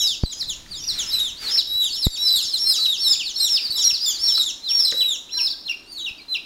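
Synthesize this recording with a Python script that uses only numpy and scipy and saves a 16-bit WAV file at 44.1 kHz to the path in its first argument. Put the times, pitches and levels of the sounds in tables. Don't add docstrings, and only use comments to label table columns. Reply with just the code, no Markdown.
import sys
import numpy as np
from scipy import signal
from scipy.fft import rfft, irfft
from scipy.io import wavfile
from scipy.ndimage import uniform_filter1d

SR = 44100
rng = np.random.default_rng(int(sys.argv[2]) if len(sys.argv) > 2 else 0)


def wrap_up_sound(samples):
    columns = np.atleast_2d(samples).T
    tamed = np.clip(columns, -1, 1)
    steps = np.round(tamed * 32767).astype(np.int16)
    wavfile.write(sys.argv[1], SR, steps)


N = 284445

# frequency in Hz, relative density in dB per Hz.
AIR_SPECTRUM = [(60, -47), (100, -16), (200, -5), (320, 2.5), (460, -7), (1000, -8), (2100, -15),
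                (4000, -8.5), (7700, -21), (15800, -29)]
# time in seconds, rustle in dB, rumble in dB.
STIR_LEVELS = [(0.0, -68, -53), (0.29, -68, -54), (0.43, -54, -50.5), (0.84, -49.5, -47.5),
               (0.97, -40, -49), (1.38, -48.5, -51), (1.44, -31, -49), (1.57, -40, -57), (1.67, -56, -54.5),
               (2.53, -53, -59), (2.8, -49, -57), (2.91, -72, -61), (3.4, -54, -59.5), (3.65, -46, -60.5),
               (4.4, -48, -60), (4.76, -64, -63), (4.97, -48, -62), (5.12, -66, -59.5), (6.45, -77, -62)]
# frequency in Hz, relative density in dB per Hz.
RUSTLE_SPECTRUM = [(300, 4), (800, 1.5), (1500, 9), (2500, 11), (5000, 11), (12000, -4)]
# time in seconds, peak in dB, direction as a sign, rise and fall time constants in seconds.
KNOCKS = [(0.237, 0.5, -1, 0.0011, 0.005), (2.0689, 1, 1, .0011, 0.0071), (2.372, -32, 1, 0.003, .003),
          (2.452, -33, 1, 0.0026, 0.0027), (3.496, -40, 1, 0.0016, 0.002), (3.699, -32, 1, 0.0017, 0.0016),
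          (3.928, -27, 1, 0.0018, 0.0012), (4.203, -35, 1, 0.0045, 0.0046), (6.11, -33, 1, 0.0026, .003)]
# corner in Hz, first the upper stage, then the lower one.
BASS_CUTS_HZ = [64, 9.3]
# start in seconds, length in seconds, pitch in Hz, level in dB.
BLIPS = [(5.362, 0.042, 1600, -41), (5.367, 0.022, 998, -44), (5.407, 0.015, 974, -41.5),
         (5.411, 0.018, 1590, -54), (5.529, 0.029, 1596, -46.5), (2.784, 0.017, 1260, -38.5)]
# start in seconds, crack level in dB, crack pitch in Hz, ring against the crack in dB.
TAPS = [(0.235, -40, 2420, -24), (0.329, -33, 2280, -34), (0.428, -30.5, 1890, -42),
        (0.663, -34, 1890, -40), (1.513, -28, 1870, -35), (1.56, -26, 1900, -44), (1.578, -22, 2770, -44),
        (2.068, -26.5, 2060, -40), (2.723, -33, 1605, -15), (2.786, -35, 1330, -31),
        (3.777, -30.5, 1030, -21), (4.379, -23.5, 1360, -41), (4.9244, -20.5, 1890, -8.5),
        (5.341, -34, 1840, -33)]
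# frequency in Hz, relative level in dB, time to fall 60 dB in seconds.
DISH_MODES = [(491, -15, 0.3), (518, -8, 0.24), (561, -10, 0.15), (1230, -17, 0.09), (1580, -8, 0.055),
              (1870, -27, 0.06)]
# start in seconds, rise, hold and fall in seconds, start, top, knee and end pitch in Hz,
# early fall from -1 to 1, start, top, knee and end level in dB,
# shift of the third and fourth partials in dB, shift of the second partial in dB.
PEEPS = [(0.0, 0.028, 0.038, 0.032, 5630, 5410, 5100, 3900, -0.12, -24, -26.5, -20, -30, -11, -1),
         (0.0, 0.022, 0.077, 0.054, 3770, 3925, 3600, 2600, -0.37, -27, -21.5, -23, -39, 7, 3.5),
         (0.0, 0.0012, 0.013, 0.028, 3510, 3480, 3380, 2690, -0.057, -26, -33, -28, -41, 0, 11.5),
         (0.228, 0.021, 0.005, 0.0065, 4360, 4710, 4530, 3970, -0.18, -39, -33, -31, -23.5, -3, -3),
         (0.263, 0.0012, 0.045, 0.027, 4170, 3990, 3870, 3120, -0.27, -26, -33.5, -34.5, -34, 5, 14),
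         (0.298, 0.015, 0.082, 0.018, 4700, 5060, 5000, 5400, 0.49, -35, -42, -39, -35, -15, 3),
         (0.308, 0.072, 0.027, 0.043, 5640, 5930, 5100, 3380, 0.81, -45, -52, -23, -40, 4, 3),
         (0.438, 0.012, 0.04, 0.046, 4520, 4330, 3960, 2723, 0.41, -41, -51, -26, -38, 7.5, 4.5),
         (0.683, 0.018, 0.02, 0.089, 4760, 4720, 4600, 3005, 0.58, -51, -54, -31.5, -46.5, 2, 7),
         (0.75, 0.12, 0.014, 0.051, 4600, 5870, 5220, 3360, 0.8, -37, -38.5, -20.5, -37, 1, 2),
         (0.799, 0.027, 0.065, 0.063, 5770, 5920, 5570, 5380, -0.4, -51, -47, -30.5, -38, 0, -1),
         (0.818, 0.005, 0.041, 0.02, 3560, 3570, 3670, 3600, 0, -48, -40, -52, -48, -19, -6),
         (0.839, 0.02, 0.001, 0.002, 2300, 2900, 2830, 2800, 0.0, -46, -44, -54, -53, 12, 7),
         (0.856, 0.016, 0.00084, 0.002, 4290, 4680, 4680, 4680, 0, -50, -42, -46, -50, -15, -6),
         (0.931, 0.027, 0.032, 0.054, 4500, 4180, 3800, 2630, 0.35, -32, -36, -24, -43.5, 6, 5.5),
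         (1.062, 0.041, 0.0069, 0.018, 5060, 5330, 5000, 4180, 0.0, -35, -23, -30, -27, 4, -3),
         (1.063, 0.047, 0.0009, 0.0017, 2740, 3590, 3600, 3600, 0.0, -39, -45, -47, -53, 6, -3),
         (1.099, 0.026, 0.084, 0.0041, 3710, 3890, 3680, 3800, 0.0, -34, -30, -27, -40, 11, -3),
         (1.129, 0.006, 0.013, 0.016, 3060, 3170, 2926, 2460, 0.0, -50, -52, -37, -38, 2, -2),
         (1.131, 0.018, 0.034, 0.027, 4180, 4017, 3940, 2860, 0.0, -20, -20.5, -27, -39, 6, 7),
         (1.189, 0.0061, 0.068, 0.047, 3750, 3803, 3520, 2640, -0.43, -29, -21.5, -23.5, -45, 5.5, -0.5),
         (1.367, 0.038, 0.0065, 0.042, 3880, 4900, 4700, 4390, 0.17, -39, -38, -37, -34, -2, 2),
         (1.407, 0.044, 0.018, 0.052, 5036, 4415, 4250, 3120, -0.039, -55, -37, -24.5, -35, 4, -4),
         (1.469, 0.062, 0.022, 0.02, 4290, 5240, 5180, 4400, -0.97, -34, -22.5, -18.5, -44, -15, -6),
         (1.47, 0.0063, 0.047, 0.01, 3550, 3450, 3280, 2880, 0.25, -47, -60, -31, -43, 6, 6),
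         (1.508, 0.011, 0.073, 0.025, 5500, 5574, 5185, 4020, 0.45, -32, -31.5, -17, -39, -17, -14),
         (1.575, 0.0013, 0.0083, 0.039, 4210, 4530, 4030, 2830, -0.79, -31, -22, -15, -35, 1, -0.5),
         (1.671, 0.11, 0.075, 0.04, 3802, 3930, 3670, 2665, -0.3, -32.5, -20.5, -20, -38.5, 5.5, -0.5),
         (1.802, 0.012, 0.027, 0.047, 3680, 3660, 3400, 2880, -1.1, -29, -35, -38, -54, -4, -1),
         (1.812, 0.001, 0.014, 0.024, 3650, 3540, 3430, 2580, -0.25, -45, -45, -31, -49, 0, -1),
         (1.83, 0.037, 0.033, 0.009, 4510, 4910, 4530, 4530, 0.0, -46, -39, -39, -40, 6, 8),
         (1.888, 0.025, 0.024, 0.05, 4550, 4406, 4380, 2800, -0.14, -41, -27, -27, -41.5, 10, 3.5),
         (1.924, 0.061, 0.046, 0.023, 4840, 5450, 4960, 3830, 0.27, -30, -29, -23, -29, 3, 1.5),
         (2.025, 0.014, 0.012, 0.034, 4360, 4030, 3884, 3160, -0.2, -20.5, -22.5, -17.5, -54, 8.5, 6.5),
         (2.086, 0.02, 0.023, 0.024, 4590, 4670, 4600, 4450, 0.21, -49, -40, -31, -26, -15, -1),
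         (2.096, 0.018, 0.04, 0.023, 3890, 3730, 3690, 2410, -0.49, -42, -33, -28, -37.5, 8, 5.5),
         (2.104, 0.001, 0.023, 0.025, 5840, 5950, 5800, 5250, 0.0, -41, -43, -45, -51, 0, 0),
         (2.147, 0.034, 0.095, 0.034, 4250, 5560, 5160, 3160, -0.25, -43, -33, -16, -34, 0, 0),
         (2.165, 0.13, 0.072, 0.05, 3737, 4020, 3685, 2675, -0.55, -28, -19, -20, -39.5, 6.5, 2.5),
         (2.237, 0.024, 0.01, 0.022, 5900, 5960, 5940, 5770, 0.0, -58, -51, -46, -52, 0, 0),
         (2.327, 0.001, 0.002, 0.018, 4940, 5000, 4860, 4490, -0.26, -13, -25, -32, -33, 6, 4),
         (2.337, 0.035, 0.019, 0.076, 4490, 4540, 4430, 3156, 0.17, -44, -36, -22.5, -44, 0, 0),
         (2.358, 0.014, 0.043, 0.053, 4140, 4185, 4070, 2840, 0.295, -22, -24, -32, -47, 22.5, 14),
         (2.402, 0.011, 0.065, 0.041, 5030, 4960, 4270, 3170, 0.22, -38, -43, -28, -46, -4, -9),
         (2.426, 0.045, 0.044, 0.02, 5000, 5450, 5000, 4380, -0.071, -31, -31, -27.5, -41, -13, 0),
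         (2.515, 0.00076, 0.02, 0.015, 3710, 3740, 3160, 2560, -0.63, -46, -49, -35, -50, 20, -8),
         (2.524, 0.00096, 0.018, 0.049, 4360, 4260, 4150, 2970, -0.47, -27, -33, -16, -46, 8, 6.5),
         (2.574, 0.022, 0.11, 0.048, 4250, 5466, 5120, 3040, -0.64, -26, -25.5, -15, -38, 7, 1.5),
         (2.635, 0.039, 0.042, 0.066, 3800, 4265, 4137, 2490, -0.12, -40, -18, -20, -46, 15.5, 10.5),
         (2.735, 0.057, 0.13, 0.049, 3633, 3963, 3674, 2620, -0.33, -28, -24, -19, -40.5, 4, -1.5),
         (2.775, 0.00088, 0.031, 0.058, 4640, 4680, 4450, 3885, -0.15, -28, -30, -24, -26, -4, 1.5),
         (2.842, 0.0013, 0.015, 0.012, 3900, 3860, 3360, 2540, 0.24, -31, -28, -25, -37.5, 8, -2),
         (2.971, 0.032, 0.12, 0.037, 4240, 5450, 5120, 2325, -0.22, -30, -25.5, -14.5, -36, 3, 0.5),
         (3.009, 0.014, 0.015, 0.047, 4040, 4530, 4296, 3700, 0.2, -37, -24, -21.5, -18.5, 6, 5),
         (3.1, 0.0012, 0.012, 0.025, 3630, 3650, 3800, 3445, 0.44, -15, -23, -26.5, -25.5, -3, 11.5),
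         (3.167, 0.011, 0.019, 0.039, 3580, 3720, 3500, 2350, 0.33, -28, -31, -24, -36, -2, -7),
         (3.226, 0.016, 0.025, 0.054, 4410, 4640, 4330, 2865, 0.3, -32, -31.5, -25, -38.5, 1, 4),
         (3.339, 0.035, 0.021, 0.01, 5050, 5500, 5170, 4150, 0.071, -32, -28, -28, -19, 1, -6),
         (3.359, 0.0092, 0.002, 0.007, 3930, 4450, 4350, 3760, 0.21, -26, -19, -25, -32, -20, -16),
         (3.382, 0.038, 0.054, 0.022, 3800, 3808, 3580, 2420, -0.21, -30, -32, -22.5, -46, 10, 12),
         (3.4, 0.045, 0.11, 0.038, 4930, 5620, 5086, 3550, 0.21, -25, -28.5, -16, -33, -14, -3.5),
         (3.401, 0.022, 0.024, 0.024, 4230, 4123, 3905, 3565, -0.15, -20, -17.5, -18.5, -36, 11, 10),
         (3.535, 0.0015, 0.035, 0.03, 3810, 3740, 3640, 2310, 0.79, -35, -29, -24.5, -37, -15, -12),
         (3.611, 0.026, 0.028, 0.023, 4750, 4860, 4470, 3700, -0.2, -31, -25.5, -24, -39, 4, -10),
         (3.704, 0.011, 0.0027, 0.0087, 4300, 4564, 4590, 3970, 0.0, -21, -21, -25, -25.5, 2, 8),
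         (3.722, 0.015, 0.03, 0.033, 3950, 3960, 3810, 3000, 0.0, -26, -30, -26, -37, 15, 8),
         (3.756, 0.038, 0.04, 0.027, 5070, 5440, 5020, 4320, 0.58, -26, -24.5, -25, -32, 8, -8),
         (3.78, 0.0015, 0.032, 0.029, 3844, 3960, 3704, 2510, -0.52, -21, -21.5, -21, -47, 5, 10),
         (3.787, 0.013, 0.001, 0.0017, 4640, 4780, 4780, 4740, 0.0, -32, -30, -30, -33, -15, -6),
         (3.816, 0.045, 0.074, 0.06, 5580, 5620, 5270, 2880, 0.29, -26, -14.5, -14, -43, -3, -4.5),
         (3.85, 0.021, 0.028, 0.014, 4320, 4050, 3730, 2550, -0.09, -18.5, -19, -20.5, -22, 6, 3),
         (4.009, 0.044, 0.002, 0.009, 4610, 5060, 5100, 3500, 0.5, -23, -18, -19, -42, -15, -4),
         (4.059, 0.015, 0.029, 0.03, 7400, 7150, 6630, 5530, -0.041, -30, -28, -22.5, -44, 0, 0),
         (4.061, 0.013, 0.024, 0.032, 3680, 3510, 3430, 2780, -0.33, -21, -24.5, -22, -41, 2, 0),
         (4.08, 0.001, 0.002, 0.0069, 4930, 5030, 4970, 4800, -0.023, -32, -28, -35, -41, -15, -6),
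         (4.096, 0.031, 0.043, 0.023, 4820, 4720, 4240, 3350, -0.021, -38, -36, -28, -46, -15, -6),
         (4.187, 0.052, 0.11, 0.041, 4830, 5513, 5237, 2380, 0.01, -31, -19.5, -18.5, -44, -2, -8),
         (4.187, 0.001, 0.05, 0.017, 4520, 4600, 4480, 4300, 0.083, -41, -36, -33.5, -22, 4, 13),
         (4.24, 0.012, 0.018, 0.056, 5400, 5100, 4620, 3010, 0.56, -25, -41, -23, -35, -4, 1),
         (4.307, 0.056, 0.052, 0.016, 3730, 3983, 3760, 3810, 0.0, -37, -21.5, -17, -40, 3, -1),
         (4.376, 0.022, 0.024, 0.021, 4370, 4000, 3707, 2800, -0.67, -16, -27.5, -23, -50, -2, 8.5),
         (4.414, 0.0018, 0.053, 0.041, 3720, 3840, 3550, 2670, -0.81, -41, -38, -25, -37, 7, 6.5),
         (4.622, 0.022, 0.037, 0.042, 4050, 4130, 3750, 2370, -0.29, -47, -29.5, -24, -39, -41, -18),
         (4.642, 0.029, 0.028, 0.01, 4110, 4820, 4550, 4470, -0.34, -49, -44, -36, -34, -11, -5),
         (4.687, 0.056, 0.11, 0.042, 5350, 5570, 5070, 2930, 0.4, -27, -16.5, -19, -45, -3, -4.5),
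         (4.743, 0.021, 0.029, 0.034, 4560, 4450, 4070, 3210, 0.081, -35, -34, -27, -38, -5, -5),
         (4.796, 0.011, 0.01, 0.027, 4810, 5100, 5060, 4680, -0.16, -31, -25, -25, -31, -15, -4),
         (4.849, 0.026, 0.028, 0.02, 4220, 4040, 3920, 2220, -0.92, -15, -20.5, -21, -41, 7, 6),
         (4.938, 0.058, 0.12, 0.045, 3800, 3947, 3594, 2715, -0.43, -30, -20, -22, -35.5, 5, 4),
         (5, 0.0012, 0.003, 0.041, 3690, 3900, 3700, 2380, 0.32, -37, -33, -21.5, -43, -27, -19),
         (5.292, 0.081, 0.00063, 0.002, 2520, 4940, 4830, 4970, 0.12, -41, -42, -64, -54, -17.5, -17),
         (5.297, 0.037, 0.13, 0.026, 5110, 5560, 5100, 3320, 0.78, -55, -27.5, -17.5, -32, -11, -5.5),
         (5.305, 0.049, 0.028, 0.027, 3920, 4090, 3880, 2470, 0.99, -45, -23, -28.5, -30.5, -15, -10),
         (5.371, 0.0009, 0.029, 0.053, 4650, 4640, 4530, 4170, 0.34, -46, -42, -43, -26, -15, -1),
         (5.5, 0.0018, 0.011, 0.028, 4700, 4720, 4500, 3310, -0.044, -27, -28, -23.5, -38, -19, -14),
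         (5.644, 0.027, 0.0046, 0.016, 3910, 4224, 4024, 2770, 0.0, -48, -28, -31, -26.5, -21, -13),
         (5.695, 0.001, 0.019, 0.016, 2687, 2806, 2713, 2280, 0.0, -19, -18, -26.5, -40, -24, -12),
         (5.84, 0.07, 0.013, 0.011, 3600, 4760, 4530, 4490, -0.24, -60, -43.5, -38, -35, 1, 12),
         (5.918, 0.017, 0.031, 0.057, 4500, 4390, 4490, 3010, 0.42, -41, -50, -32.5, -39, 2, 0.5),
         (5.92, 0.02, 0.0046, 0.013, 6500, 6690, 6530, 6550, 0.0, -59, -49, -50, -59, -5, 8),
         (5.992, 0.045, 0.02, 0.039, 3810, 3870, 3610, 2490, 0.88, -36, -30.5, -28.5, -31.5, -16, -16.5),
         (6.18, 0.015, 0.0011, 0.002, 4480, 4840, 5070, 5070, 0.0, -43, -45, -54, -58, -21, -8),
         (6.183, 0.001, 0.015, 0.014, 2520, 2590, 2290, 2340, 0.0, -52, -48, -42, -53, -18, -19),
         (6.201, 0.014, 0.004, 0.015, 3740, 4210, 4240, 4080, 0.0, -44, -49, -40, -61, -18, -9),
         (6.282, 0.015, 0.046, 0.032, 4060, 4092, 3900, 2340, 1, -36, -30.5, -21, -36, -30, -15.5)]
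# pitch in Hz, third partial in dB, fourth partial in dB, both before the shift of the peep.
UPPER_PARTIALS = [(2600, -36, -35), (3200, -34, -41), (3440, -28.5, -44), (3835, -23, -44),
                  (4070, -30, -29), (4500, -47, -45), (5000, -42, -50)]
# pitch in Hz, level in dB before the shift.
SECOND_PARTIAL = [(2400, 9.5), (2900, -3.5), (3400, -8.5), (3750, -14), (3900, -25), (4250, -22.5),
                  (4400, -28.5), (5600, -23), (7000, -10)]
# pitch in Hz, gain in dB.
THROAT_GAIN = [(2300, 0.5), (2800, 1), (3300, 0), (3700, 1), (4200, 0.5), (4700, 2), (5200, 0), (5700, 1)]
# delay in seconds, level in dB against the direct sound.
TUB_ECHOES = [(.0011, -42.5), (.0023, -28), (.0037, -23.5), (.0058, -32), (.0091, -33.5)]
# frequency in Hz, time of the first slope to fall 60 dB in seconds.
ROOM_T60 = [(300, 0.4), (2500, 0.25), (5000, 0.32), (8000, 0.27), (15000, 0.14)]
# frequency in Hz, relative level in dB.
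ROOM_COLOUR = [(300, 10.5), (2500, 1.5), (5000, 3.5), (8000, 4.5), (15000, 4)]
# frequency in Hz, relative density in dB per Hz.
HISS_SPECTRUM = [(100, 3.5), (1000, 7), (3000, 7), (8000, 8), (15000, 7.5)]

RISE_POWER, SAG_POWER, PITCH_WOBBLE = 1.8, 2.7, 0.0044
BREAK_SHARE, BREAK_DROP, BREAK_SWELL_DB = 0.252, 0.4, 3.5
FADE_POWER, GLIDE_LOSS_DB = 1.58, 0.0279
WAVER_DB, BREATHY_DB, FLICKER_DB = 1, -27, 2.5
ROOM_DB, LATE_DB, LATE_STRETCH = -6, -11, 2.7
NOTCH_HZ, NOTCH_WIDTH_HZ, NOTCH_DEPTH = 7680, 330, 0.69
LIMIT_DB, SQUEEZE, RELEASE_DB_S, ATTACK_S = -6.5, 2.13, 49, 0.014


def amp(db):
    return 10 ** (np.asarray(db) / 20)


def rms_one(x):
    return x / np.sqrt(np.mean(x ** 2) + 1e-20)


def at_hz(points, hz):
    points = np.array(points)
    return np.interp(np.log(hz + 1), np.log(points[:, 0]), points[:, 1])


def coloured(x, spectrum):
    hz = np.fft.rfftfreq(len(x), 1 / SR)
    return rms_one(irfft(rfft(x) * amp(at_hz(spectrum, hz)), len(x)))


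def lagged(x, seconds):
    r = np.exp(-1 / (max(seconds, 1e-5) * SR))
    return signal.lfilter([1 - r], [1, -r], x)


def wander(seconds):
    return rms_one(lagged(lagged(rng.standard_normal(N), seconds), seconds))


def room_air():
    return amp(-52) * coloured(rng.standard_normal(N), AIR_SPECTRUM)


def handling_rumble():
    s, _, rumble_db = np.transpose(STIR_LEVELS)
    lumps = rng.standard_normal(N) * amp(2.5 * wander(0.015))
    rumble = coloured(lumps, [(12, -2.0), (35, 1.5), (90, -7), (200, -10), (600, -55)])
    return rumble * amp(np.interp(np.arange(N) / SR, s, rumble_db))


def knocks():
    t, push = np.arange(N) / SR, np.zeros(N)
    for s, peak_db, direction, rise, fall in KNOCKS:
        time_constant = np.where(t < s, rise, fall)
        push += np.sign(direction) * amp(peak_db) * np.exp(-np.abs(t - s) / time_constant)
    upper_hz, lower_hz = BASS_CUTS_HZ
    for hz in (upper_hz, lower_hz, lower_hz):
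        push = push - lagged(push, 1 / (2 * np.pi * hz))
    return push


def shavings():
    s, rustle_db, _ = np.transpose(STIR_LEVELS)
    grains = rng.standard_normal(N) * amp(1.0 * wander(0.0016) + 3.0 * wander(0.042))
    return coloured(grains, RUSTLE_SPECTRUM) * amp(np.interp(np.arange(N) / SR, s, rustle_db))


def low_blips():
    out = np.zeros(N)
    for s, length, hz, level_db in BLIPS:
        at, count = round(s * SR), round(length * SR)
        tone = np.sin(2 * np.pi * hz * np.arange(count) / SR)
        out[at:at + count] += amp(level_db) * np.hanning(count) ** 0.5 * tone
    return out


def dish_taps():
    out, t = np.zeros(N), np.arange(SR // 2) / SR
    ring = sum(amp(mode_db - 60 * t / t60) * np.sin(2 * np.pi * hz * t) for hz, mode_db, t60 in DISH_MODES)
    crack_t60 = 0.011
    for s, crack_db, crack_hz, ring_db in TAPS:
        crack = amp(-60 * t / crack_t60) * np.sin(2 * np.pi * crack_hz * t)
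        tap = amp(crack_db) * (crack + amp(ring_db) * ring)
        at = round(s * SR)
        out[at:at + len(t)] += tap[:N - at]
    return out


def peep_pitch(up, held, down, early, start_hz, top_hz, knee_hz, end_hz):
    early = np.clip(early, -1, 1)
    if early > 0:
        lead = np.interp(down, [0, BREAK_SHARE, 1], [0, BREAK_DROP, 0])
    else:
        lead = down * (1 - down)
    pitch = top_hz + (start_hz - top_hz) * (1 - up) ** RISE_POWER
    pitch += (knee_hz - top_hz) * held ** SAG_POWER
    pitch += (end_hz - knee_hz) * (down + early * lead)
    return uniform_filter1d(pitch, size=380)


def peep_level(up, held, down, early, start_db, top_db, knee_db, end_db, pitch):
    level_db = top_db + (start_db - top_db) * (1 - up) + (knee_db - top_db) * held
    level_db += (end_db - knee_db) * down ** FADE_POWER
    level_db += BREAK_SWELL_DB * max(early, 0) * np.interp(down, [0, BREAK_SHARE, 1], [0, 1, 0])
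    khz_per_s = np.abs(np.gradient(pitch)) * SR / 1000
    return level_db + at_hz(THROAT_GAIN, pitch) - GLIDE_LOSS_DB * khz_per_s


def chicks():
    out, waver, skirt = np.zeros(N), wander(0.0047), wander(0.00057)
    table_hz, *upper_db = np.transpose(UPPER_PARTIALS)
    for row, (start_phase, shift) in zip(PEEPS, rng.random((len(PEEPS), 2))):
        s, rise, hold, fall = row[:4]
        early, (shrill_db, second_db) = row[8], row[13:]
        length = rise + hold + fall
        first = max(round((s - 0.004) * SR), 0)
        last = min(round((s + length + 0.0026) * SR), N)
        i = np.arange(first, last)
        t = i / SR - s
        parts = ((0, rise), (rise, hold), (rise + hold, fall))
        up, held, down = (np.clip((t - at) / max(span, 1e-4), 0, 1) for at, span in parts)
        pitch = peep_pitch(up, held, down, early, *row[4:8])
        level_db = peep_level(up, held, down, early, *row[9:13], pitch)

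        own = (i + int(shift * N)) % N
        pitch *= 1 + PITCH_WOBBLE * waver[own - N // 2]
        phase = 2 * np.pi * (np.cumsum(pitch) / SR + start_phase)
        flicker = amp(FLICKER_DB * waver[-own])
        second = amp(at_hz(SECOND_PARTIAL, pitch) + second_db)
        tone = np.sin(phase) + flicker * second * np.sin(2 * phase)
        for k, partial_db in zip((3, 4), upper_db):
            partial = amp(shrill_db + np.interp(pitch, table_hz, partial_db))
            below_nyquist = k * pitch < SR / 2
            tone += flicker * partial * np.sin(k * phase) * below_nyquist

        edge = np.minimum(t + 0.0016, length + 0.0044 - t) / 0.0037
        unsteady = amp(WAVER_DB * waver[own]) + amp(BREATHY_DB) * skirt[own]
        out[i] += np.sqrt(2) * amp(level_db) * np.clip(edge, 0, 1) * unsteady * tone
    return out


def space(x):
    t = np.arange(SR) / SR
    tail, edges = np.zeros(len(t)), np.geomspace(200, 18000, num=9)
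    for low, high in zip(edges, edges[1:]):
        band_filter = signal.butter(2, [low, high], "band", fs=SR, output="sos")
        band = signal.sosfilt(band_filter, rng.standard_normal(len(t)))
        hz = np.sqrt(low * high)
        fall_db = -60 * t / at_hz(ROOM_T60, hz)
        slopes = amp(fall_db) + amp(LATE_DB + fall_db / LATE_STRETCH)
        tail += band * amp(at_hz(ROOM_COLOUR, hz)) * slopes
    tail *= 1 - np.exp(-t / 0.0019)
    response = amp(ROOM_DB) * tail / np.sqrt(np.sum(tail ** 2))
    response[0] += 1
    for delay, echo_db in TUB_ECHOES:
        response[round(delay * SR)] += amp(echo_db)
    response /= np.sqrt(np.sum(response ** 2))
    return signal.fftconvolve(x, response)[:N]


def scene():
    in_room = space(chicks() + dish_taps() + low_blips() + shavings())
    return (in_room + room_air() + handling_rumble() + knocks())[None]


def housing_dip(x):
    b, a = signal.iirpeak(NOTCH_HZ, NOTCH_HZ / NOTCH_WIDTH_HZ, fs=SR)
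    return x - NOTCH_DEPTH * signal.lfilter(b, a, x)


def gain_control(x):
    release_db = RELEASE_DB_S * np.arange(N) / SR
    over_db = 20 * np.log10(np.abs(x) + 1e-9) - LIMIT_DB
    held_db = np.maximum.accumulate(SQUEEZE * over_db + release_db) - release_db
    return x * amp(-lagged(np.maximum(held_db, 0), ATTACK_S))


def converter_hiss(x):
    slope = np.sqrt(lagged(np.diff(x, prepend=0) ** 2, 0.00089))
    return amp(-19) * slope * coloured(rng.standard_normal(N), HISS_SPECTRUM)


def record(dry):
    x = gain_control(housing_dip(dry[0]))
    x = x + converter_hiss(x)
    top_cut = signal.ellip(14, 0.2, 75, 15800, fs=SR, output="sos")
    return signal.sosfilt(top_cut, x)[None]


dry = scene()
out = record(dry)
wrap_up_sound(out)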